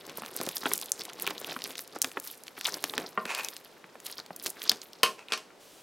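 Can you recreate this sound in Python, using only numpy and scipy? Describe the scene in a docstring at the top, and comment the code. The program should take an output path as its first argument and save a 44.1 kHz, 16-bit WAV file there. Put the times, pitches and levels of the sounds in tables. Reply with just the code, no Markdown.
"""Wet hands knead a slack balloon that held water beads: its rubber flexes, rubs, snaps and squelches.
Slips and releases are filtered pulses and noise; each squelch adds a short sine for the flopping skin.
Scissors knock and scrape on a hollow table, by noise and decaying modes, snip the rubber and clatter down.
The sound is near and almost mono in a small room, over low room tone; faint hiss swells at the very end."""
import sys
import numpy as np
from scipy import signal
from scipy.fft import rfft, irfft, next_fast_len
from scipy.io import wavfile
from scipy.ndimage import map_coordinates

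SR = 44100
rng = np.random.default_rng(int(sys.argv[2]) if len(sys.argv) > 2 else 0)


def generate_wav(signal):
    """Clip the signal to [-1, 1] and save it as 16-bit WAV at the path in sys.argv[1]."""
    frames = np.transpose(np.atleast_2d(signal))
    scaled = np.clip(frames, -1, 1) * 32767
    pcm = np.round(scaled).astype(np.int16)
    wavfile.write(sys.argv[1], SR, pcm)


N = 256882  # length in samples

# Grip on the balloon between squeezes, until it is put away: [start_s, rub_level_db]
GRIP_LEVEL = [(0, -56), (1.35, -53.5), (1.87, -61), (2.1, -58.5), (2.45, -69), (2.85, -56.5), (3.14, -65.5),
              (3.7, -65.5), (4.3, -64), (4.88, -71), (5.0, -58.5), (5.05, -85)]
# Squeezes and tugs, each building to a peak and letting go:
# [peak_s, build_s, release_s, flex_level_db, rub_level_db, crackle_level_db]
SQUEEZES = [(0.102, 0.072, 0.089, -46, -48.5, -68.5), (0.18, .02, .05, -48, -42.5, -46.5),
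            (0.48, .38, .06, -44.5, -42.5, -43), (0.569, 0.056, 0.064, -71, -48.5, -41.5),
            (0.658, .06, .09, -41, -42.5, -49), (0.73, .14, .10, -45.5, -43, -37),
            (0.822, .025, .05, -70, -42, -38), (1.012, .11, 0.099, -50, -47.5, -50.5),
            (1.281, .22, .15, -44.5, -41.5, -53), (1.52, 0.27, 0.056, -44.5, -44, -47.5),
            (1.699, 0.26, 0.078, -48, -44, -45.5), (1.79, 0.058, .06, -52.5, -44.5, -43),
            (1.96, .06, .03, -49, -43.5, -52), (2.05, .04, .11, -47.5, -48, -43.5),
            (2.172, .03, .06, -45, -50.5, -57), (2.268, .05, 0.18, -66, -48, -41.5),
            (2.578, .02, .10, -57, -48, -43), (2.68, 0.065, 0.046, -53, -34.5, -36.5),
            (2.75, 0.12, .06, -42.5, -42.5, -43), (2.85, 0.078, 0.14, -47.5, -49, -42.5),
            (2.99, 0.11, .15, -39.5, -42, -48), (3.43, .28, 0.27, -54.5, -46, -45.5),
            (4.06, 0.031, 0.12, -53, -42.5, -41.5), (4.129, 0.095, 0.02, -69, -52, -52),
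            (4.191, 0.02, 0.033, -52, -47, -51), (4.47, 0.085, 0.061, -44.5, -39, -41),
            (4.62, 0.043, 0.14, -68, -66, -43), (4.72, 0.2, 0.097, -45, -39, -53),
            (4.83, 0.022, 0.11, -72, -50.5, -52)]
# Spectrum of the dully flexing skin: [frequency_hz, density_db]
FLEX_SPECTRUM = [(25, -34), (70, -24.5), (130, -12), (280, -3.5), (420, -1), (750, -8.5), (1300, -12),
                 (2500, -17), (6000, -55)]
# Spectrum of wet fingers rubbing rubber: [frequency_hz, density_db]
RUB_SPECTRUM = [(200, -43), (700, -3), (1400, -2), (2600, -3.5), (3800, 1.5), (5200, -1), (8000, -16.5),
                (16000, -29)]
# Spectrum of fingers coming off the rubber in fine crackle: [frequency_hz, density_db]
CRACKLE_SPECTRUM = [(800, -44.5), (3000, -12), (5000, -5.5), (7500, -5.5), (12500, 0), (16000, -7)]
# Spectrum of the room tone: [frequency_hz, density_db]
ROOM_TONE_SPECTRUM = [(25, -25), (70, -24.5), (160, -10.5), (270, -5.5), (450, -3), (900, -9),
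                      (2000, -15.5), (5000, -20.5), (16000, -34)]
# Spectrum of the microphone hiss: [frequency_hz, density_db]
HISS_SPECTRUM = [(200, -6.5), (800, -30), (3000, 0.5), (9000, -3.5), (13000, -7), (16000, -11)]
# Hiss, swelling at the end: [start_s, level_db]
HISS_LEVEL = [(5.57, -87), (5.61, -58), (5.82, -57.5)]
# Span in which both hands work the rubber: (start_s, end_s)
KNEADING_SPAN = (0.055, 3.05)
# Single wet folds of rubber pulling apart: [start_s, level_db, centre_hz, width_octaves]
SNAPS = [(0.0963, -34, 2730, 0.53), (0.1735, -27.5, 13300, .18), (0.2619, -32, 3390, 1.4),
         (0.3654, -23, 11500, 0.32), (0.3737, -30.5, 11600, 1.1), (0.4135, -26, 6860, 0.79),
         (0.4652, -29, 5450, 0.67), (0.4899, -22, 6380, 0.92), (0.5683, -22.5, 4800, 0.33),
         (0.5813, -30, 8550, 0.46), (0.735, -16, 11900, .18), (0.7365, -18, 9300, 0.42),
         (0.778, -23.5, 10000, 0.53), (0.8144, -27, 7630, 0.64), (0.9189, -14, 7500, 0.31),
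         (1.0089, -32.5, 4650, 0.62), (1.0527, -32, 5500, 0.72), (1.1988, -32, 9650, 0.62),
         (1.2225, -21.5, 12100, .15), (1.2669, -22, 3140, 0.29), (1.2755, -18.5, 2490, .16),
         (1.3075, -27.5, 2750, 0.41), (1.3802, -31.5, 4260, 0.23), (1.4457, -27, 3400, 0.27),
         (1.62, -29.5, 3560, 0.37), (1.755, -31.5, 3300, 0.47), (1.6408, -25, 7090, 0.58),
         (1.7805, -29, 5500, .48), (1.7926, -28, 4680, 1.4), (2.0182, -12.5, 7340, 0.46),
         (2.0249, -20, 8500, .35), (2.0451, -19.5, 3940, 0.55), (2.1166, -36, 3800, 0.92),
         (2.1999, -29, 10000, 0.42), (2.4367, -37, 10310, 0.55), (2.481, -32, 3570, 0.44),
         (2.6117, -26.5, 3480, 0.85), (2.6456, -27.5, 5100, 0.18), (2.6698, -23.5, 7750, .3),
         (2.7419, -23.5, 5200, .17), (2.8407, -17.5, 5640, 1.4), (2.8971, -27, 4000, 0.15),
         (2.9798, -19.5, 2960, 0.78)]
# Single pockets of air and water squeezed out, before the common lift: [start_s, level_db, centre_hz]
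SQUELCHES = [(0.184, -32, 545), (0.221, -31.5, 1040), (0.235, -32, 1720), (0.402, -27.5, 495),
             (0.414, -27.5, 556), (0.473, -27, 470), (0.633, -29, 1210), (0.657, -17.5, 1800),
             (0.666, -21.5, 1160), (0.716, -23, 1570), (1.276, -25, 1850), (1.308, -28.5, 1260),
             (1.415, -32.5, 460), (1.523, -30.5, 950), (1.564, -26, 1210), (1.962, -27.5, 670),
             (2.045, -23.5, 1680), (2.171, -24.5, 1100), (2.174, -24, 1240), (2.579, -34.5, 1220),
             (2.679, -28.5, 810), (2.8405, -27.5, 1550), (2.937, -27.5, 1320), (2.979, -25, 1650),
             (3.256, -27, 856), (3.842, -39.5, 1210), (3.955, -37, 920), (4.306, -30, 610),
             (4.46, -30.5, 1630), (4.716, -28, 1890)]
# Scissors striking the table, before the common lift:
# [start_s, level_db, brightness_hz, board_ring_db, steel_ring_db]
KNOCKS = [(3.175, -17, 2020, 2, -9), (5.032, -8, 13700, -4.5, -1), (5.0604, -18.5, 4500, -17, -6),
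          (5.3215, -18.5, 10400, -6.5, -17), (5.3311, -19.5, 10200, -24, -10),
          (5.335, -17.5, 7500, -9, -12), (5.376, -33.5, 14000, -14, -18), (5.504, -41.5, 2500, -7, -22)]
# Spectrum of the contact between scissors and table: [frequency_hz, density_db]
CONTACT_SPECTRUM = [(30, -46), (110, -34), (220, -15), (500, -5.5), (800, -15.5), (1300, -2), (1650, -0.5),
                    (2300, 1), (2900, 9), (3500, -2), (4600, 1.5), (7000, -7.5), (11000, -8.5), (16000, -7)]
# Modes of the table board, before damping by the cloth: [frequency_hz, level_db, t60_s]
BOARD_MODES = [(188, -17, .14), (226, -16, .14), (385, -12, .15), (437, -10, .11), (481, -12, .16),
               (637, -10, .17), (735, -6, .06), (1051, -2, .1), (1185, -7, .1), (1415, -3, .085),
               (1545, -14, .1), (1835, -7, .07)]
# Modes of the scissors, before damping by the cloth: [frequency_hz, level_db, t60_s]
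STEEL_MODES = [(997, -9, .2), (1059, 0, .125), (2010, -8, .05), (2555, -9, .14), (2770, -7, .14),
               (2875, -8, .14), (2942, -6, .12), (3093, -8, .11), (4680, -15, .1), (6410, -11, .055),
               (8211, -22, .14)]
# Blades ticking and biting through rubber: [start_s, level_db, centre_hz, width_octaves]
SNIPS = [(3.2541, -27.5, 2740, 0.53), (3.3491, -22.5, 5130, 0.63), (3.4474, -23.5, 7100, 0.43),
         (3.486, -25.5, 6100, 0.7), (3.5659, -31.5, 6000, 0.75), (4.002, -39.5, 5970, 1.4),
         (4.0657, -27.5, 9400, .72), (4.1254, -32, 4900, .18), (4.1823, -30, 4570, .16),
         (4.2, -32, 4670, .13), (4.2626, -40, 5360, 1.5), (4.3629, -31, 10300, 0.53),
         (4.3983, -36, 5250, 0.49), (4.4618, -22, 6500, 1.1), (4.4668, -21.5, 5800, .6),
         (4.5032, -27.5, 11000, 0.39), (4.6187, -28, 3900, 0.57), (4.639, -31.5, 9690, 1.4),
         (4.695, -6, 4450, .17), (4.7168, -21, 4800, 0.62), (4.8168, -32.5, 5400, 0.37),
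         (4.9326, -37.5, 4190, .15), (5.2847, -35.5, 3150, 0.27)]
# Scissors sliding on the table: [start_s, length_s, level_db]
SLIDES = [(3.266, 0.18, -38.5), (5.192, 0.017, -47), (5.305, 0.01, -42.5)]
# Spectrum of the scrape: [frequency_hz, density_db]
SCRAPE_SPECTRUM = [(100, -59), (400, -3.5), (850, 0), (1050, 2.5), (1300, -1.5), (2150, -1.5), (2550, 8),
                   (3100, -8), (7000, -12), (16000, -30)]
# Decay of the room: [frequency_hz, t60_s]
ROOM_DECAY = [(150, 0.28), (600, 0.3), (3000, 0.088), (8000, 0.24), (16000, 0.079)]

SWELL_DB = 20  # change of level over one build or release time
HOLD_FLEX_DB, HOLD_CRACKLE_DB = -1, -7.5  # held balloon, relative to its rubbing
FIRM_DB = -50.5  # rubbing level of an ordinary firm grip
SLIDE_ATTACK_S, SLIDE_RELEASE_S = .018, 0.047  # time to gain or lose SWELL_DB
BOARD_LOW_HZ = 97  # the board radiates little below this
TOP_HZ = 16200  # upper band limit


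def amp(db):
    """Decibel law: level to amplitude gain."""
    return 10 ** (np.asarray(db) / 20)


def unit(x):
    """Power normalisation: scale to rms 1."""
    return x / np.sqrt(np.mean(x ** 2) + 1e-20)


def along(points, hz):
    """Interpolation over logarithmic frequency, through (frequency, value) points."""
    frequency, value = np.transpose(points)
    return np.interp(np.log(hz + 1), np.log(frequency + 1), value)


def curves(rows):
    """Linear interpolation in time: one curve for each column after the first."""
    times, *columns = np.transpose(rows)
    return [np.interp(np.arange(N) / SR, times, column) for column in columns]


def add(track, start_s, sound):
    """Superposition: mix a sound in at its start time."""
    part = track[round(start_s * SR):][:len(sound)]
    part += sound[:len(part)]


def wobble(rate):
    """Slow random modulation: random knots joined by lines, rate knots a second."""
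    knots = rng.standard_normal(int(N * rate / SR) + 4)
    return map_coordinates(knots, [np.arange(N) * rate / SR], order=1)


def swell(start_s, hold_s, attack_s, release_s):
    """Exponential envelope: builds up to the start, holds, and dies away."""
    t = np.arange(N) / SR - start_s
    outside = np.maximum(-t / attack_s, 0) + np.maximum((t - hold_s) / release_s, 0)
    return np.exp(-np.log(10) / 20 * SWELL_DB * np.minimum(outside, 10))


def pulse(gain, size=2048):
    """Minimum phase by a folded cepstrum: the sharpest causal pulse with a given gain."""
    magnitude = gain(np.fft.rfftfreq(size, 1 / SR))
    cepstrum = irfft(np.log(np.maximum(magnitude, 1e-6)))
    cepstrum[1:size // 2] *= 2
    cepstrum[size // 2 + 1:] = 0
    return irfft(np.exp(rfft(cepstrum)))


def coloured(x, spectrum):
    """Linear filtering: shape x by a spectrum and bring it to rms 1."""
    shape = pulse(lambda hz: amp(along(spectrum, hz)))
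    return unit(signal.fftconvolve(x, shape)[:len(x)])


def bell(hz, centre_hz, octaves):
    """Resonance band: a bell on a log frequency axis, tilted downward in the treble."""
    band = np.exp(-(np.log2((hz + 1) / centre_hz) / octaves / 2) ** 2)
    return band * np.sqrt(centre_hz / (hz + centre_hz / 20))


def burst(x, db):
    """Energy scaling: a short sound gets the energy of one millisecond at this level."""
    return amp(db) * x / np.linalg.norm(x) * np.sqrt(SR / 1000)


def grains(rate, spread_db):
    """Random impulse process: signed impulses of uneven size, on average rate a second."""
    size_db = spread_db * np.clip(rng.standard_normal(N), -2, 2)
    return (rng.random(N) < rate / SR) * rng.choice([-1, 1], N) * amp(size_db)


def effort():
    """Power addition: the steady grip plus every squeeze, as flex, rub and crackle levels in dB."""
    hold_gain = amp(curves(GRIP_LEVEL)[0])
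    power = np.outer(amp([HOLD_FLEX_DB, 0, HOLD_CRACKLE_DB]), hold_gain) ** 2
    for peak_s, build_s, release_s, *levels_db in SQUEEZES:
        power += np.outer(amp(levels_db) ** 2, swell(peak_s, 0, build_s, release_s) ** 2)
    return 10 * np.log10(power)


def sticky(spectrum, rate, spread_db, smooth_db, clump_db, count=9):
    """Stick-slip friction: many small slips over a smooth rub, clumped band by band, partly together."""
    slips, grip = np.zeros(N), wobble(70)
    for centre_hz in np.geomspace(800, 15000, count):
        shape = pulse(lambda hz: bell(hz, centre_hz, .28))
        source = unit(grains(rate, spread_db)) + amp(smooth_db) * rng.standard_normal(N)
        clumps = amp(clump_db * (grip + wobble(90)))
        slips += signal.oaconvolve(source * clumps, shape)[:N]
    return coloured(slips, spectrum)


def handling(flex_db, rub_db, crackle_db):
    """Friction and bending: the skin flexes dully while wet fingers rub and come off it in fine crackle."""
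    flex = amp(flex_db) * coloured(grains(rate=900, spread_db=5.5), FLEX_SPECTRUM)
    rub = amp(rub_db) * sticky(RUB_SPECTRUM, rate=240, spread_db=8.5, smooth_db=-7, clump_db=4.5)
    crackle = sticky(CRACKLE_SPECTRUM, rate=340, spread_db=8, smooth_db=-12, clump_db=4.5)
    return flex + rub + amp(crackle_db) * crackle


def background(tone_db, opposed_db):
    """Stationary noise: centred hiss, low room tone, and fainter noise of opposite sign in the channels."""
    hiss = amp(curves(HISS_LEVEL)[0]) * coloured(rng.standard_normal(N), HISS_SPECTRUM)

    def tone():
        """Filtered random pressure: one independent stretch of noise."""
        return amp(tone_db) * coloured(rng.standard_normal(N), ROOM_TONE_SPECTRUM)

    return tone() + hiss + np.outer([1, -1], amp(opposed_db) * tone())


def small_releases(rub_db, level_db, follows, spread_db, centre_hz, octaves, count):
    """Work-driven chance: [start_s, level_db, centre_hz], denser and louder under a firmer grip."""
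    first, last = (round(s * SR) for s in KNEADING_SPAN)
    work = np.cumsum(amp(rub_db[first:last]))
    # one random moment in each equal share of the work
    shares = (np.arange(count) + rng.random(count)) / count
    at = first + np.searchsorted(work, work[-1] * shares)
    size, pitch = np.clip(rng.standard_normal((count, 2)), -2, 2).T
    levels_db = level_db + follows * (rub_db[at] - FIRM_DB) + spread_db * size
    return np.transpose([at / SR, levels_db, centre_hz * 2 ** (octaves * pitch)])


def clicks(rows, skirt_db, after_db, after_t60, lead_db, lead_t60):
    """Sudden release: a sharp pulse and a stutter of smaller slips, with brief faint noise before."""
    out, lead = np.zeros(N), SR // 100
    t = np.arange(-lead, SR // 30) / SR
    for start_s, db, centre_hz, octaves in rows:
        noise = rng.standard_normal(len(t)) * rng.exponential(size=len(t))
        lead_noise = noise * (t < 0) * amp(-60 * abs(t) / lead_t60)
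        stutter = noise * (t > 0) * amp(-60 * abs(t) / after_t60)
        force = (t == 0) + amp(lead_db) * lead_noise / np.linalg.norm(lead_noise)
        force += amp(after_db) * stutter / np.linalg.norm(stutter)
        width = np.clip(octaves, .2, 1.2)
        # the skirt is a broad floor beneath the band
        shape = pulse(lambda hz: bell(hz, centre_hz, width) + amp(skirt_db) * (hz / (hz + 200)) ** 2)
        add(out, start_s - lead / SR, burst(np.convolve(force, shape), db))
    return out


def snaps(rub_db):
    """Adhesive release: wet folds of rubber pull apart, with small ticks from the kneading."""
    ticks = small_releases(rub_db, level_db=-37.0, follows=0.19, spread_db=0.5,
                           centre_hz=5500, octaves=1.0, count=28)
    folds = list(SNAPS) + [(s, db, hz, .6) for s, db, hz in ticks]
    return clicks(folds, skirt_db=-19, after_db=-4, after_t60=0.011, lead_db=-13.5, lead_t60=0.0029)


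def squelches(rub_db, octaves, edge_hz, low_hz, gurgle_db, gurgle_t60, flop_db, flop_hz, flop_t60):
    """Pressure release: pockets pop and gurgle, muffled by the rubber, whose skin flops back."""
    pockets = small_releases(rub_db, level_db=-39, follows=0.36, spread_db=3.0,
                             centre_hz=1220, octaves=0.43, count=11)
    out, t = np.zeros(N), np.arange(SR // 15) / SR
    for start_s, db, centre_hz in [*SQUELCHES, *pockets]:
        gurgle = rng.standard_normal(len(t)) * amp(-60 * t / gurgle_t60)
        gurgle *= amp(gurgle_db) / np.linalg.norm(gurgle)
        gurgle[0] = 1  # the pop
        shape = pulse(lambda hz: bell(hz, centre_hz, octaves) / np.hypot(1, (hz / edge_hz) ** 8))
        add(out, start_s, burst(np.convolve(gurgle, shape), db))
        skin_hz = flop_hz * np.exp(rng.normal(0, 0.35))
        skin = np.sin(2 * np.pi * skin_hz * t) * amp(-60 * t / flop_t60)
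        add(out, start_s, burst(skin, db + flop_db))
    # so small a skin radiates little bass
    return amp(1.34) * signal.lfilter(*signal.butter(2, low_hz, "high", fs=SR), out)


def ring(modes, t):
    """Modal superposition: decaying sines with random phases and slightly varied levels."""
    total = np.zeros(len(t))
    for hz, level_db, t60 in modes:
        decay = amp(level_db + rng.normal(0, 1) - 60 * t / t60)
        total += decay * np.sin(2 * np.pi * (hz * t + rng.random()))
    return total


def knocks(crack_t60, rattle_db, rattle_t60, ring_db, cloth_t60):
    """Impact excitation: scissors hit the table with a crack, a rattle, and the ring of board and steel."""
    out, t = np.zeros(N), np.arange(SR // 2) / SR
    for start_s, db, bright_hz, board_db, steel_db in KNOCKS:
        fade = amp(-60 * t / crack_t60) + amp(rattle_db - 60 * t / rattle_t60)
        blow = fade * coloured(rng.standard_normal(len(t)), CONTACT_SPECTRUM)
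        ringing = amp(board_db) * ring(BOARD_MODES, t) + amp(steel_db) * ring(STEEL_MODES, t)
        # the cloth damps the ring further
        blow += amp(ring_db - 60 * t / cloth_t60) * ringing
        # the contact takes a moment to build up; a padded one loses its treble
        blow *= 1 - np.exp(-t / .0003)
        softness = signal.butter(4, min(bright_hz, SR / 2.2), fs=SR)
        add(out, start_s, amp(db + 1.5) * signal.lfilter(*softness, blow))
    return signal.lfilter(*signal.butter(2, BOARD_LOW_HZ, "high", fs=SR), out)


def snips():
    """Fracture and contact: scissor blades tick and bite through rubber."""
    return clicks(SNIPS, skirt_db=-22.5, after_db=2.0, after_t60=0.013, lead_db=-10.5, lead_t60=0.0022)


def slide():
    """Sliding friction: the scissors judder over the sequinned cloth and stir the board."""
    judder = amp(6.0 * wobble(60)) * grains(rate=2700, spread_db=5)
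    push = np.zeros(N)
    for start_s, length_s, db in SLIDES:
        push += amp(db) * swell(start_s, length_s, SLIDE_ATTACK_S, SLIDE_RELEASE_S)
    return push * coloured(judder, SCRAPE_SPECTRUM)


def room(x, wet_db, side_db):
    """Diffuse reverberation: a short tail of decaying noise, nearly the same in both channels."""
    hz, t, z = signal.stft(rng.standard_normal((2, SR // 3)), SR, nperseg=256)
    decay = amp(-60 * t / along(ROOM_DECAY, hz)[:, None])
    tail = signal.istft(z * decay, SR, nperseg=256)[1]
    # the tail is set back by 2 ms
    tail = np.pad(tail / np.linalg.norm(tail[0]), ((0, 0), (SR // 500, 0)))
    mid, side = amp(wet_db) * signal.fftconvolve(x[None], tail, axes=1)[:, :N]
    return np.array([x + mid + amp(side_db) * side, x + mid - amp(side_db) * side])


def lean(pair, depth, shadow_hz):
    """Interchannel level difference: the treble leans randomly a little to one side or the other."""
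    treble = signal.lfilter(*signal.butter(1, shadow_hz, "high", fs=SR), pair.mean(axis=0))
    return pair + np.outer([1, -1], depth * wobble(40) * treble)


def scene():
    """Direct-to-reverberant balance: balloon and blades close, the table a little further off."""
    flex_db, rub_db, crackle_db = effort()
    wet = squelches(rub_db, octaves=0.86, edge_hz=3900, low_hz=159, gurgle_db=1.0, gurgle_t60=0.021,
                    flop_db=-7.0, flop_hz=300.0, flop_t60=0.077)
    near = handling(flex_db, rub_db, crackle_db) + snaps(rub_db) + wet + snips()
    table = knocks(crack_t60=0.016, rattle_db=-24.5, rattle_t60=0.27, ring_db=-9.5, cloth_t60=0.41)
    table += slide()
    pair = room(near, wet_db=-18.0, side_db=-22) + room(table, wet_db=-7.5, side_db=-34)
    return lean(pair, depth=0.14, shadow_hz=3000) + background(tone_db=-57.0, opposed_db=-9)


def record(dry):
    """Saturation and band limiting: high peaks are rounded off and the top of the spectrum cut steeply."""
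    rounded = dry / (1 + np.abs(dry / .9) ** 6) ** (1 / 6)
    size = next_fast_len(N + SR // 2)
    hz = np.fft.rfftfreq(size, 1 / SR)
    spectrum = rfft(rounded, size) / np.hypot(1, (hz / TOP_HZ) ** 70)
    return irfft(spectrum, size)[:, :N]


dry = scene()
out = record(dry)
generate_wav(out)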